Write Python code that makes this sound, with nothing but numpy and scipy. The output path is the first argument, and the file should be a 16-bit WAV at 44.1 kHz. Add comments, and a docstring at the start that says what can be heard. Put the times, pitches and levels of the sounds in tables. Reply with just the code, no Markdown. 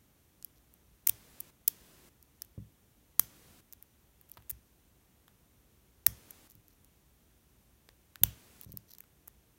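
"""A steel pick and a tension wrench work the pins of a small brass padlock held over a table.
Pins snap in tight clusters of impacts, each a burst of force that rings the steel and knocks the brass.
The pick ticks and scrapes in the keyway by stick-slip, and soft pushes of the hands swing the table's modes.
The room is small and quiet, with shaped-noise rumble, hiss and a faint reverberant tail on the impacts.
Each loud snap throws the recorder into its hissier high range for a moment."""
import sys
import numpy as np
from scipy import signal
from scipy.fft import rfft, irfft
from scipy.io import wavfile
from scipy.ndimage import uniform_filter1d

SR = 44100
rng = np.random.default_rng(int(sys.argv[2]) if len(sys.argv) > 2 else 0)


def master(y):
    """Save y as 16-bit WAV."""
    cut = np.clip(np.atleast_2d(y).T, -1, 1)
    pcm = np.round(cut * 32767)  # scale
    wavfile.write(sys.argv[1], SR, pcm.astype(np.int16))


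N = 422478


def amp(db):
    """Decibels to gain."""
    return 10 ** (np.asarray(db) / 20)


def unit(x):
    """Scales to rms 1."""
    return x / np.sqrt(np.mean(x ** 2) + 1e-20)


def read(points, hz):
    """Interpolates a (frequency, value) table on a log-frequency axis."""
    table_hz, value = np.transpose(points)
    return np.interp(np.log(hz + 1e-9), np.log(table_hz), value)


def add(mix, start_s, sound):
    """Mixes in a sound at a given time, cut off where the mix ends."""
    part = mix[max(round(start_s * SR), 0):][:len(sound)]
    part += sound[:len(part)]


def noise(spectrum):
    """Steady noise of a given colour, rms 1: white noise weighted in the frequency domain."""
    gain = amp(read(spectrum, np.fft.rfftfreq(N, 1 / SR)))
    return unit(irfft(rfft(rng.standard_normal(N)) * gain, N))


def causal(spectrum, size=1024):
    """Minimum-phase pulse: the sharpest causal pulse that has a given spectrum."""
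    log_gain = np.log(amp(read(spectrum, abs(np.fft.fftfreq(size, 1 / SR)))))
    # the Hilbert transform of the log gain gives the phase
    pulse = np.fft.ifft(np.exp(np.conj(signal.hilbert(log_gain)))).real
    return pulse[:size // 2]


def ring(modes, size=512):
    """Impulse response of damped resonances; neighbours swing in opposite directions."""
    t = np.arange(size) / SR
    out = np.zeros(size)
    for k, (hz, width_hz, db) in enumerate(modes):
        decay = np.exp(-np.pi * width_hz * t)
        # scaling by the width keeps the height of the spectral peak at the table's level
        out += (-1) ** k * amp(db) * width_hz * decay * np.sin(2 * np.pi * hz * t)
    return out


def room_floor(level_db=-66):
    """Steady room rumble and microphone hiss: one bed of coloured noise."""
    # colour of the bed: (frequency [Hz], relative density [dB per Hz])
    floor_colour = [(15, -36), (30, -15.5), (58, -0.5), (90, -7.5), (190, -12), (350, -16), (550, -22.5),
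                    (1400, -28), (3500, -30), (4900, -34), (6000, -30), (7800, -32.5), (9400, -29.5),
                    (10400, -33.5), (11500, -28.5), (15500, -29.5)]
    return amp(level_db) * noise(floor_colour)


def high_range(x, hiss_db=-61.5, trigger_db=-20, hold_s=.408):
    """A loud peak switches the recorder to a hissier range, which it holds for a while."""
    # hiss of the high range: (frequency [Hz], relative density [dB per Hz])
    hiss_colour = [(20, -11), (100, -3), (300, -3.5), (730, -12), (2500, -14), (5000, -16), (15500, -16.5)]
    # power averaged over a millisecond
    loud = uniform_filter1d(x ** 2, 44) > amp(trigger_db) ** 2
    t = np.arange(N) / SR
    last_peak_s = np.maximum.accumulate(np.where(loud, t, -10))
    # short ramps soften the switching
    held = uniform_filter1d(1. * (t - last_peak_s < hold_s), size=128)
    return x + amp(hiss_db) * held * noise(hiss_colour)


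def room(x, wet_db=-19, gap_s=.003, size=256):
    """A faint diffuse tail: noise that decays at its own rate in each band, the top treble fastest."""
    # decay of the room: (frequency [Hz], time to fall 60 dB [s])
    decay_times = [(150, 0.9), (1000, 0.26), (3000, 0.4), (7000, 0.33), (15500, 0.16)]
    # colour of the room: (frequency [Hz], gain [dB])
    room_colour = [(100, -1.5), (1000, 5), (3000, 2), (6000, -2.5), (9000, -7.5), (11700, -8), (15500, -6)]
    hz, t, bands = signal.stft(rng.standard_normal(SR // 2), SR, nperseg=size)
    decay = amp(-60 * t / read(decay_times, hz)[:, None])
    tail = signal.istft(bands * decay, SR, nperseg=size)[1]
    # silence for half the gap, then a fade-in as long as the gap
    tail *= np.clip(np.arange(len(tail)) / SR / gap_s - .5, 0, 1)
    colour = amp(read(room_colour, np.fft.rfftfreq(len(tail), 1 / SR)))
    tail = irfft(rfft(tail / np.linalg.norm(tail)) * colour)
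    return amp(wet_db) * signal.fftconvolve(x, tail)[:N]


def bumps(low_cut_hz=65, size=16000):
    """A soft push sets the table's low modes swinging; a quicker push reaches higher ones."""
    # soft bumps of hands and lock: (time [s], peak level [dB], pitch of the push [Hz])
    pushes = [(1.094, -46, 100), (2.578, -35, 185), (3.193, -45, 161), (4.384, -51.5, 70), (4.520, -47, 40),
              (6.078, -38.5, 89.7), (6.553, -55, 200), (8.215, -38, 110), (8.238, -30, 75.6),
              (8.662, -45, 150), (8.694, -47, 240), (8.739, -45, 247)]
    # modes of the table: (frequency [Hz], relative level [dB], time to fall 60 dB [s])
    table_modes = [(65, -2, .3), (83.94, -9, 0.12), (109, 0.5, 0.25), (129.79, -4.5, 0.22),
                   (157, -6.5, .28), (198.6, -3.5, .22), (288.8, -4, 0.1), (400, -1.5, 0.044),
                   (526, -0.5, .04), (1070, -0.5, .03)]
    out, t = np.zeros(N), np.arange(size) / SR
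    table = sum(amp(db - 60 * t / t60) * np.sin(2 * np.pi * hz * t) for hz, db, t60 in table_modes)
    # the slowest motion radiates no sound
    low_cut = signal.butter(3, low_cut_hz, "high", fs=SR, output="sos")
    table = signal.sosfilt(low_cut, table)
    for start_s, db, hz in pushes:
        u = 2 * np.pi * hz * t
        push = u * (2 - u) * np.exp(-u)
        thud = signal.fftconvolve(push, table)[:size]
        add(out, start_s, amp(db) * thud / abs(thud).max())
    return out


def scrapes(slips_per_s=400, slip_spread_db=5):
    """Tiny stick-slip catches, random in time, sign and strength, ring the pick as it slides."""
    # strokes of the pick along the keyway: (start [s], end [s], level [dB])
    strokes = [(0.549, 0.593, -72), (4.333, 4.354, -65), (6.48, 6.532, -69), (6.681, 6.747, -75),
               (8.62, 8.664, -66), (8.674, 8.734, -69), (8.873, 8.945, -62.5)]
    # resonances of sliding steel: (frequency [Hz], width [Hz], relative level [dB])
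    slide_modes = [(4160, 590, 0), (5920, 560, 4), (12760, 850, 4.5), (14600, 970, -16)]
    caught = rng.random(N) < slips_per_s / SR
    strength = amp(slip_spread_db * rng.standard_normal(N))
    slips = caught * rng.choice([-1, 1], N) * strength
    grit = signal.oaconvolve(slips, ring(slide_modes))[:N]
    for start_s, end_s, db in strokes:
        stroke = unit(grit[round(start_s * SR):round(end_s * SR)])
        # each stroke fades in and out
        add(out := np.zeros(N) if start_s == strokes[0][0] else out, start_s,
            amp(db) * stroke * signal.windows.tukey(len(stroke), .5))
    return out


def impacts():
    """Every metal contact as (time [s], relative level [dB], knock against ring [dB], knock pitch [Hz])."""
    # single touches of pick or wrench in the keyway: (time [s], relative level [dB],
    # brass knock against bright ring [dB], knock pitch [Hz])
    ticks = [ (0.426, -43, 6.5, 6400), (0.4473, -24, -30, 3000), (0.7397, -44, -17, 3000),
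             (1.0875, -19, -14, 3000), (2.2273, -42, -25, 4500), (2.4205, -23, -8.5, 6540),
             (2.4485, -44, -16.5, 3000), (3.8262, -35.5, -11.5, 2000), (4.2131, -43, -12, 1990),
             (4.3168, -32.5, -20, 3000), (4.4030, -63, 11, 800), (4.4235, -55, 1, 3000),
             (4.5109, -23.5, -23.5, 2000), (5.2809, -48, 5, 1603), (6.5531, -43, -13, 6000),
             (6.6825, -46.5, -7, 5010), (6.8466, -46, -9, 5000), (7.8900, -49, 11.5, 1454),
             (8.1576, -36.5, 5, 1650), (8.613, -31.5, -22.5, 4060), (8.7728, -24.5, -11.5, 5990),
             (8.9847, -37.5, -4, 6000), (9.0057, -32.5, -11, 1820), (9.0395, -52.5, 3, 1396)]
    # a pin or the pick lets go and rattles through evenly spaced contacts, in equal level steps:
    # (time [s], relative level of the first contact [dB], contacts [count], gap [s], step [dB],
    # brass knock against bright ring [dB], knock pitch [Hz])
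    rattles = [ (1.0696, -21, 5, .00095, 3.5, -19, 2670), (1.0919, -27, 3, 0.0018, 10, -18, 3150),
               (1.4040, -23.5, 2, 0.0029, 0, -22, 2500), (1.6785, -7.5, 4, 0.0011, -1.2, -29.5, 5500),
               (3.1953, -2.5, 2, 0.001, 0, -21.5, 1890), (3.7260, -35, 2, 0.0079, 0.5, -6.5, 7250),
               (4.2912, -48.5, 2, 0.0062, 7, -14, 2800), (4.3720, -48.5, 3, 0.003, -2.5, 12, 880),
               (4.4969, -26, 3, 0.0038, 3.2, -16.5, 2630), (6.0652, -3, 2, 0.0015, 1, -20.5, 1900),
               (6.307, -33, 2, 0.0022, 1, -12, 2520), (6.5004, -42.5, 3, 0.0088, -0.5, -20, 4000),
               (8.2352, -3.5, 3, 0.00063, 0, -12.5, 3687), (8.6348, -36, 2, 0.012, -2, -17, 4000),
               (8.7208, -35, 2, .0069, -5, -15, 5000), (8.9072, -45.5, 3, .0042, -1, -1.5, 5470),
               (8.9361, -38, 2, .0138, -5, -2.5, 5500), (9.2760, -38, 2, 0.0042, 7, -11, 1995)]
    contacts = list(ticks)
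    for start_s, db, count, gap_s, step_db, knock_db, hz in rattles:
        for k in range(round(count)):
            contacts.append((start_s + k * gap_s, db + k * step_db, knock_db, hz))
    return contacts


def clicks(ring_db=13.0, knock_db=8.5, chatter=0.29, chatter_s=0.00088, slip_s=.00035, size=512):
    """A brief slip, a hard contact and a millisecond of chatter ring the steel and knock the brass."""
    # ring of pick and pins, main resonances above 11 kHz: (frequency [Hz], relative density [dB per Hz])
    steel_ring = [(100, -35.5), (1500, -34), (2700, -24.5), (3250, -17.5), (3900, -23), (5000, -13.5),
                  (6100, -11.5), (8000, -13), (9100, -8), (10200, -10.5), (11600, 1), (12400, -3.5),
                  (13200, -1.5), (15500, -1)]
    # dead knock of the hand-held brass body: (multiple of the knock pitch [ratio],
    # relative density [dB per Hz])
    brass_knock = [(.02, -18), (.2, -8.5), (.55, -6.5), (.8, -1), (1.1, 1), (2, -6), (4, -9.5), (10, -21)]
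    lead = 64  # samples of slip ahead of the contact
    out, t = np.zeros(N), (np.arange(size) - lead) / SR
    steel = causal(steel_ring)
    # chatter grows through the slip and dies after the contact
    envelope = np.exp(-np.maximum(t / chatter_s, -t / slip_s))
    for start_s, db, body_db, hz in impacts():
        force = chatter * rng.standard_normal(size) * envelope
        force[lead] = 1  # the hard contact
        brass = causal(np.array(brass_knock) * [hz, 1])
        for body, level_db in (steel, ring_db), (brass, body_db + knock_db):
            sound = np.convolve(force, body)
            # equal energy before the level is set
            add(out, start_s + t[0], amp(db + level_db) * sound / np.linalg.norm(sound))
    return out


def scene(count=4):
    """The lock close to the microphone, the table under it and the quiet room."""
    # the lock radiates a different pattern towards each wall, and each comes back by its own paths
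    walls = sum(room(clicks()) for _ in range(count)) / np.sqrt(count)
    return (room_floor() + walls + bumps() + scrapes() + clicks())[None]


def record(dry, edge_hz=15950):
    """Range switching, the converter's ceiling, then the band limit."""
    low_pass = signal.firwin(255, edge_hz, window=("kaiser", 7), fs=SR)
    clipped = np.clip(high_range(dry[0]), -1, 1)
    return signal.oaconvolve(clipped, low_pass, "same")[None]


dry = scene()
out = record(dry)
master(out)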